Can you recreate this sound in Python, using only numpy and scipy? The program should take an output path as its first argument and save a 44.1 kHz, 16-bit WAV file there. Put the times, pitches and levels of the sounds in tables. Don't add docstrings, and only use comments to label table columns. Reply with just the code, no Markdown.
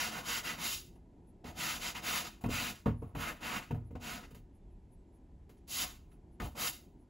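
import sys
import numpy as np
from scipy import signal
from scipy.fft import rfft, irfft, next_fast_len
from scipy.io import wavfile
from scipy.ndimage import uniform_filter1d

SR = 44100
rng = np.random.default_rng(int(sys.argv[2]) if len(sys.argv) > 2 else 0)


def master(y):
    cut = np.clip(np.atleast_2d(y).T, -1, 1)
    pcm = np.round(cut * 32767)
    wavfile.write(sys.argv[1], SR, pcm.astype(np.int16))


N = 312839
T = np.arange(N) / SR
FFT_SIZE = next_fast_len(N + SR)
HZ = np.fft.rfftfreq(FFT_SIZE, 1 / SR)

# start, rise, hold and fall in seconds, level in dB, rasp, fine grit and
# board drone in dB over the hiss, brightening from start to end in dB, relative tail level in dB.
STICK_STROKES = [(-0.06, 0.069, 0.023, 0.093, -37.5, -2, -4, -9, -1.5, -13.5),
                 (0.107, 0.029, 0.03, 0.078, -43.5, -7, -5.5, -4.5, 1, -13),
                 (0.226, 0.089, 0.038, 0.089, -38.5, -1, -1.5, -9, 1, -16),
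                 (0.415, 0.059, 0.018, 0.092, -41, -5, -5.5, -7, -2.5, -14.5),
                 (0.564, 0.086, 0.069, 0.054, -40.5, 3.5, 4, -6, 18, -10.5),
                 (1.435, 0.035, .005, 0.071, -54, -4, -5, 4.5, 4, -14),
                 (1.543, 0.12, 0.036, 0.12, -38, -2.5, -2.5, -7.5, 0.5, -16),
                 (1.78, 0.065, 0.028, 0.082, -42, 1, -2, -6, -1, -16.5),
                 (1.939, 0.019, 0.0056, 0.069, -43, -7, -9, -7.5, .5, -17),
                 (2.009, 0.071, 0.089, 0.082, -37, -2, -1.5, -5.5, 4, -17),
                 (2.227, 0.037, .005, .035, -48.5, 1.5, -2, 0, -1, -11.5),
                 (2.477, 0.087, 0.083, 0.11, -40, -1.5, -1, -5.5, 4.5, -17),
                 (3.153, 0.092, 0.0088, .11, -40.5, -10, -6.5, -5.5, -4, -18),
                 (3.393, 0.072, 0.098, 0.064, -40.5, -9.5, -8.5, -5.5, 2, -13.5),
                 (3.99, 0.12, 0.014, 0.092, -43, -3.5, -3.5, -5, -4.5, -15),
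                 (4.215, .027, 0.004, 0.029, -57, -7, -12, -1.5, .5, -14),
                 (5.666, 0.13, 0.02, 0.052, -38, 10, 11, -6, -13.5, -12),
                 (6.397, 0.0072, 0.029, 0.086, -55, -5.5, 0.5, 10, 14, -18),
                 (6.545, 0.1, 0.016, 0.068, -39, 1, 4.5, -4.5, 12, -15)]
# start in seconds, level in dB, T60 in seconds,
# then rasp, fine grit and board drone in dB over the hiss.
LANDING_SCUFFS = [(0.955, -75, 0.13, -5, -5, 19), (1.445, -57.5, .15, -8, -13, 4),
                  (2.41, -66.5, 0.23, -4, 10, 11), (2.439, -47, .15, -20, -8, 10),
                  (2.46, -52, .06, -8, 0, 5), (2.858, -43.5, 0.19, -19, -13, 11.5),
                  (3.02, -74, 0.58, -13, -1, 19), (3.15, -49.5, 0.23, -21, -6, 5),
                  (3.408, -54, 0.204, -8, -9, 0), (3.709, -51, .09, -15, -6, 8),
                  (3.744, -64.5, 0.23, -15, -3, 19.5), (3.908, -75, 0.17, -19, 0, 9),
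                  (3.953, -59, .13, -9, -10, 18), (4.307, -65, 0.17, -4, 2, 1),
                  (4.346, -61, 0.17, -3, 3.5, -1), (5.493, -68, 0.23, -5, 1.5, -3),
                  (5.57, -75.5, 0.15, 4, -5.5, -1), (5.677, -62.5, .2, 5.5, 12.5, -3.5),
                  (6.115, -73.5, 0.19, -7, -3, 2), (6.4, -43, .09, -18, -20, 3),
                  (6.552, -60.5, .2, -2, -1, 1)]
# frequency in Hz, relative density in dB.
CRUMB_SPECTRUM = [(60, -3), (150, 2.5), (500, -3), (900, 0), (2500, -3), (4000, -6.5), (5600, -10.5),
                  (8500, -8), (12500, -7.5), (15500, -9.5)]
# centre and bandwidth in Hz, gain in dB.
SHEET_RESONANCES = [(244.4, 62, 3.5), (732, 60, 4.5), (1110, 128, 5), (1438, 46, 0.5), (1680, 38, -1),
                    (1983, 72, -3), (2580, 400, -2.5), (3950, 91, -21.5)]
# start in seconds, peak in dB, contact time in milliseconds,
# palm weight in dB, boom in dB, share of the ring time, relative tick level in dB.
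BOARD_KNOCKS = [(1.444, -41, 1.2, -8, -20, 1, -3), (1.953, -49.5, 1.3, -20, -11, 0.93, -4),
                (2.439, -26, 2.1, -7, -9.5, 0.86, -14), (2.46, -37, 2.2, -11, -14, 0.81, -20),
                (2.489, -27, 1.4, -9, -26, 0.39, -13), (2.86, -19.5, 0.86, -18, -8.5, 1, -55),
                (3.021, -32.5, 1.66, -11.5, -13, 0.52, -38), (3.149, -32, 0.99, -6, -1.5, 0.56, -30),
                (3.17, -41, 0.62, -17, -11, 0.7, -15), (3.407, -56, 0.61, -1, -4, 0.7, -6),
                (3.707, -26.5, 1.3, -9.5, -4, 1, -44), (3.908, -40.5, 2.4, -8, -17, 0.83, -32),
                (3.953, -40.5, 2.7, -22, -18.5, 0.58, -24), (4.24, -52.5, 1.2, -18, -9, 0.7, -3.5),
                (4.309, -47, 1.8, -10, -7, 0.79, -16), (4.346, -43.5, 1.9, -18, -8.5, 0.94, -22),
                (5.494, -50.5, 0.57, -12, -15, 0.33, -8), (6.4, -37, 0.58, 0, -1, 0.58, -6),
                (6.42, -35.5, 1.7, 2.5, -3, 0.39, -2), (6.462, -46.5, 3, -5, -14, 0.96, -30)]
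# frequency in Hz, gain in dB, T60 in seconds before the hand damps it.
BOARD_MODES = [(53, -1.5, 0.9), (72.4, 8, 0.33), (88.75, 1.5, 0.85), (111.8, 4.5, .5), (156.1, 5.5, 0.25),
               (198.2, -0.5, 0.13), (239.3, -7, 0.31), (278, -4.5, 0.18), (314, -13.5, 0.24),
               (421.5, -8.5, 0.19), (458, -7, 0.23), (572, -9, 0.1), (700, -11.5, 0.11), (929, -6, 0.084),
               (1140, -17.5, 0.14), (1440, -19, 0.14), (1670, -18.5, 0.04), (2447, -22.5, .08)]
# start in seconds, relative peak in dB, length in seconds.
AIR_PUFFS = [(0.942, -71, 0.039), (1.27, -67, 0.042), (2.967, -66, 0.08), (3.0694, -68, 0.042),
             (3.853, -68, 0.038), (4.541, -71.5, 0.041), (4.707, -78.5, 0.037), (4.917, -66, 0.036),
             (5.128, -71, 0.052), (5.565, -71, 0.029), (6.107, -66.5, 0.052), (6.315, -72.5, 0.046),
             (6.991, -74, 0.051)]
# start and length in seconds, starting pitch in Hz, peak in dB.
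FAR_WHISTLES = [(4.6, .06, 3600, -92), (4.665, .05, 3300, -89), (4.7, .08, 2600, -89),
                (4.955, .085, 8000, -89), (5.05, .09, 7400, -91), (5.14, .08, 6800, -95)]
# frequency in Hz, relative density in dB.
STUDIO_SPECTRUM = [(15, -28.5), (25, 0.5), (92, -9), (135, -13), (164, -10.5), (323, -17.5), (356, -16),
                   (499, -30), (733, -28), (1000, -29.5), (1080, -41), (4940, -57), (8000, -61.5),
                   (10400, -77.5), (17600, -120)]
# frequency in Hz, relative density in dB.
PUFF_SPECTRUM = [(2000, -15), (7500, -23.5), (9500, 14.0), (15000, -17.0)]
MIC_SPECTRUM = [(6000, -5.5), (8500, 2.5), (10500, -0.5), (12600, -7.0), (13200, -19), (16000, -22)]
# frequency in Hz, phase difference in half turns.
CHANNEL_PHASE = [(0, 0), (170, .08), (450, .08), (520, -.14), (800, -.32), (1000, -.42), (1500, -.36),
                 (2200, 0), (7400, 0), (8700, 1), (9550, 1), (10700, 2), (11400, 2), (12900, 3), (13650, 3),
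                 (14900, 4)]

HISS_POWER, RASP_POWER, DRONE_POWER = 2.13, 1.72, 0.62
SCUFF_RISE_S, TAIL_T60_S = .003, 0.32
STUDIO_DB, MIC_HISS_DB = -55.5, -91.5
ROOM_T60_S, ROOM_DB = .28, -15
FLUTTER_RAD, FLUTTER_PER_S = 1.3, 120


def rubbing():
    crumbs = rng.standard_normal(N)
    crumbs *= undb(1.3 * rng.exponential(size=N) + 0.5 * walk(300) + 1.3 * walk(40))
    crumbs = shape(crumbs, spectrum(CRUMB_SPECTRUM))
    rings = sum(undb(db + 4.2 * walk(6)) * shape(crumbs, 1 / (1 + 1j * (HZ - hz) * 2 / width))
                for hz, width, db in SHEET_RESONANCES)
    small_modes = sum(undb(2.4 * walk(7)) * shape(crumbs, diffuse_tail(0.076)) for _ in range(3))
    sheet = crumbs + rings + undb(-7.0) * small_modes
    low, mid, high = (1 / (1 + (HZ / hz) ** 5) for hz in (950, 3000, 7500))
    bands = mid - low, high - mid, 1 - high, low
    envelopes = np.sqrt(stroke_power() + scuff_power())
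    return sum(envelope * set_rms(shape(sheet, band), 0) for envelope, band in zip(envelopes, bands))


def stroke_power():
    power = np.zeros((4, N))
    exponents = np.array([[HISS_POWER], [RASP_POWER], [RASP_POWER], [DRONE_POWER]])
    for start, rise, hold, fall, db, rasp_db, fine_db, drone_db, brighten_db, tail_db in STICK_STROKES:
        span = slice(max(int(start * SR), 0), int(start * SR) + SR)
        t, length = T[span] - start, rise + hold + fall
        speed = np.sin(np.pi / 2 * np.clip(np.minimum(t / rise, (length - t) / fall), 0, 1))
        tail_onset = np.clip((t - rise - hold) / fall, 0, 1)
        tail = tail_onset * undb(tail_db - 60 * np.maximum(t - length, 0) / TAIL_T60_S) ** 2
        tilt_db = brighten_db * (np.minimum(t / length, 1) - .5)
        full_power = band_power(db, rasp_db + tilt_db, fine_db + tilt_db, drone_db)
        power[:, span] += full_power * (speed ** (2 * exponents) + tail)
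    return power


def scuff_power():
    power = np.zeros((4, N))
    for start, db, t60, *balance_db in LANDING_SCUFFS:
        t = np.maximum(T - start, 0)
        power += band_power(db - 60 * t / t60, *balance_db) * np.minimum(t / SCUFF_RISE_S, 1)
    return power


def band_power(db, rasp_db, fine_db, drone_db):
    bands_db = np.array(np.broadcast_arrays(db, db + rasp_db, db + fine_db, db + drone_db))
    return undb(2 * bands_db) / (1 + undb(2 * rasp_db))


def knocks():
    out, t = np.zeros(N + SR), T[:SR // 2]
    hz, mode_db, t60 = np.transpose(BOARD_MODES)[:, :, None]
    mode = np.arange(len(BOARD_MODES))[:, None]
    palm_modes, boom_modes = mode < 3, (mode == 3) | (mode == 4)
    for start, db, contact_ms, palm_db, boom_db, ring_share, tick_db in BOARD_KNOCKS:
        scatter = rng.standard_normal((len(BOARD_MODES), 2))
        gain = undb(mode_db + 2.5 * scatter[:, :1] + palm_db * palm_modes + boom_db * boom_modes)
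        gain /= 1 + (hz * contact_ms / 1000) ** 2
        detuned_hz = hz * (1 + .015 * scatter[:, 1:])
        swell = 1 - np.exp(-t * hz / 0.51)
        fade = undb(-60 * t / (t60 * ring_share))
        ring = np.sum(gain * swell * fade * np.sin(2 * np.pi * detuned_hz * t), axis=0)
        tick = signal.lfilter([.3], [1, -.8], rng.standard_normal(len(t))) * np.exp(-t / 0.0021)
        i = int(start * SR)
        out[i:i + len(t)] += undb(db) * (ring / np.abs(ring).max() + undb(tick_db) * tick)
    return out[:N]


def puffs():
    swell = sum(undb(db) * np.exp(-(2 * (T - start) / length - 1) ** 2)
                for start, db, length in AIR_PUFFS)
    return swell * set_rms(noise(spectrum(PUFF_SPECTRUM)), -6)


def whistles(sag_per_s=.5):
    out = np.zeros(N)
    for start, length, hz, db in FAR_WHISTLES:
        t = np.clip(T - start, 0, length)
        phase = 2 * np.pi * hz * t * (1 - sag_per_s * t / 2)
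        out += undb(db) * np.sin(np.pi * t / length) * np.sin(phase)
    return out


def room(x):
    reflections = undb(ROOM_DB) * diffuse_tail(ROOM_T60_S) / (1 + 1j * HZ / 5000)
    return shape(x, 1 + reflections)


def studio():
    below_150, below_900 = (1 / (1 + (HZ / hz) ** 4) for hz in (150, 900))
    bands = below_150, below_900 - below_150, 1 - below_900
    deep, low, air = (noise(spectrum(STUDIO_SPECTRUM) * band) for band in bands)
    ambience = deep * undb(2.2 * walk(6)) + low * undb(1.3 * walk(8)) + air
    return set_rms(ambience, STUDIO_DB) + set_rms(noise(spectrum(MIC_SPECTRUM)), MIC_HISS_DB)


def diffuse_tail(t60):
    t = T[:SR // 2]
    burst = rng.standard_normal(len(t)) * undb(-60 * t / t60)
    return rfft(burst / np.sqrt(np.sum(burst ** 2)), FFT_SIZE)


def walk(rate):
    hold = int(SR / rate)
    steps = np.repeat(rng.standard_normal(N // hold + 1), hold)
    return 1.07 * uniform_filter1d(uniform_filter1d(steps, hold), hold)[:N]


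def noise(gain):
    return shape(rng.standard_normal(N), gain)


def shape(x, gain):
    return irfft(rfft(x, FFT_SIZE) * gain, FFT_SIZE)[..., :N]


def spectrum(points):
    hz, db = np.transpose(points)
    return undb(np.interp(np.log(HZ + 1), np.log(hz), db, left=-60))


def set_rms(x, db):
    return x * undb(db) / np.sqrt(np.mean(x ** 2))


def undb(db):
    return 10 ** (np.asarray(db) / 20)


def scene():
    return np.tile(room(rubbing() + knocks() + puffs() + whistles()) + studio(), (2, 1))


def record(dry):
    half_phase = np.pi / 2 * np.interp(HZ, *np.transpose(CHANNEL_PHASE))
    flutter = FLUTTER_RAD * walk(FLUTTER_PER_S)
    mid = shape(dry, np.cos(half_phase))
    quadrature, in_phase = shape(dry, 1j * np.sin(half_phase)), shape(dry, np.sin(half_phase))
    side = np.cos(flutter) * quadrature + np.sin(flutter) * in_phase
    stereo = mid + side * np.array([[-1], [1]])
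    stereo = signal.sosfilt(signal.butter(4, 32, "high", fs=SR, output="sos"), stereo)
    return signal.sosfilt(signal.ellip(10, .2, 60, 15700, "low", fs=SR, output="sos"), stereo)


dry = scene()
out = record(dry)
master(out)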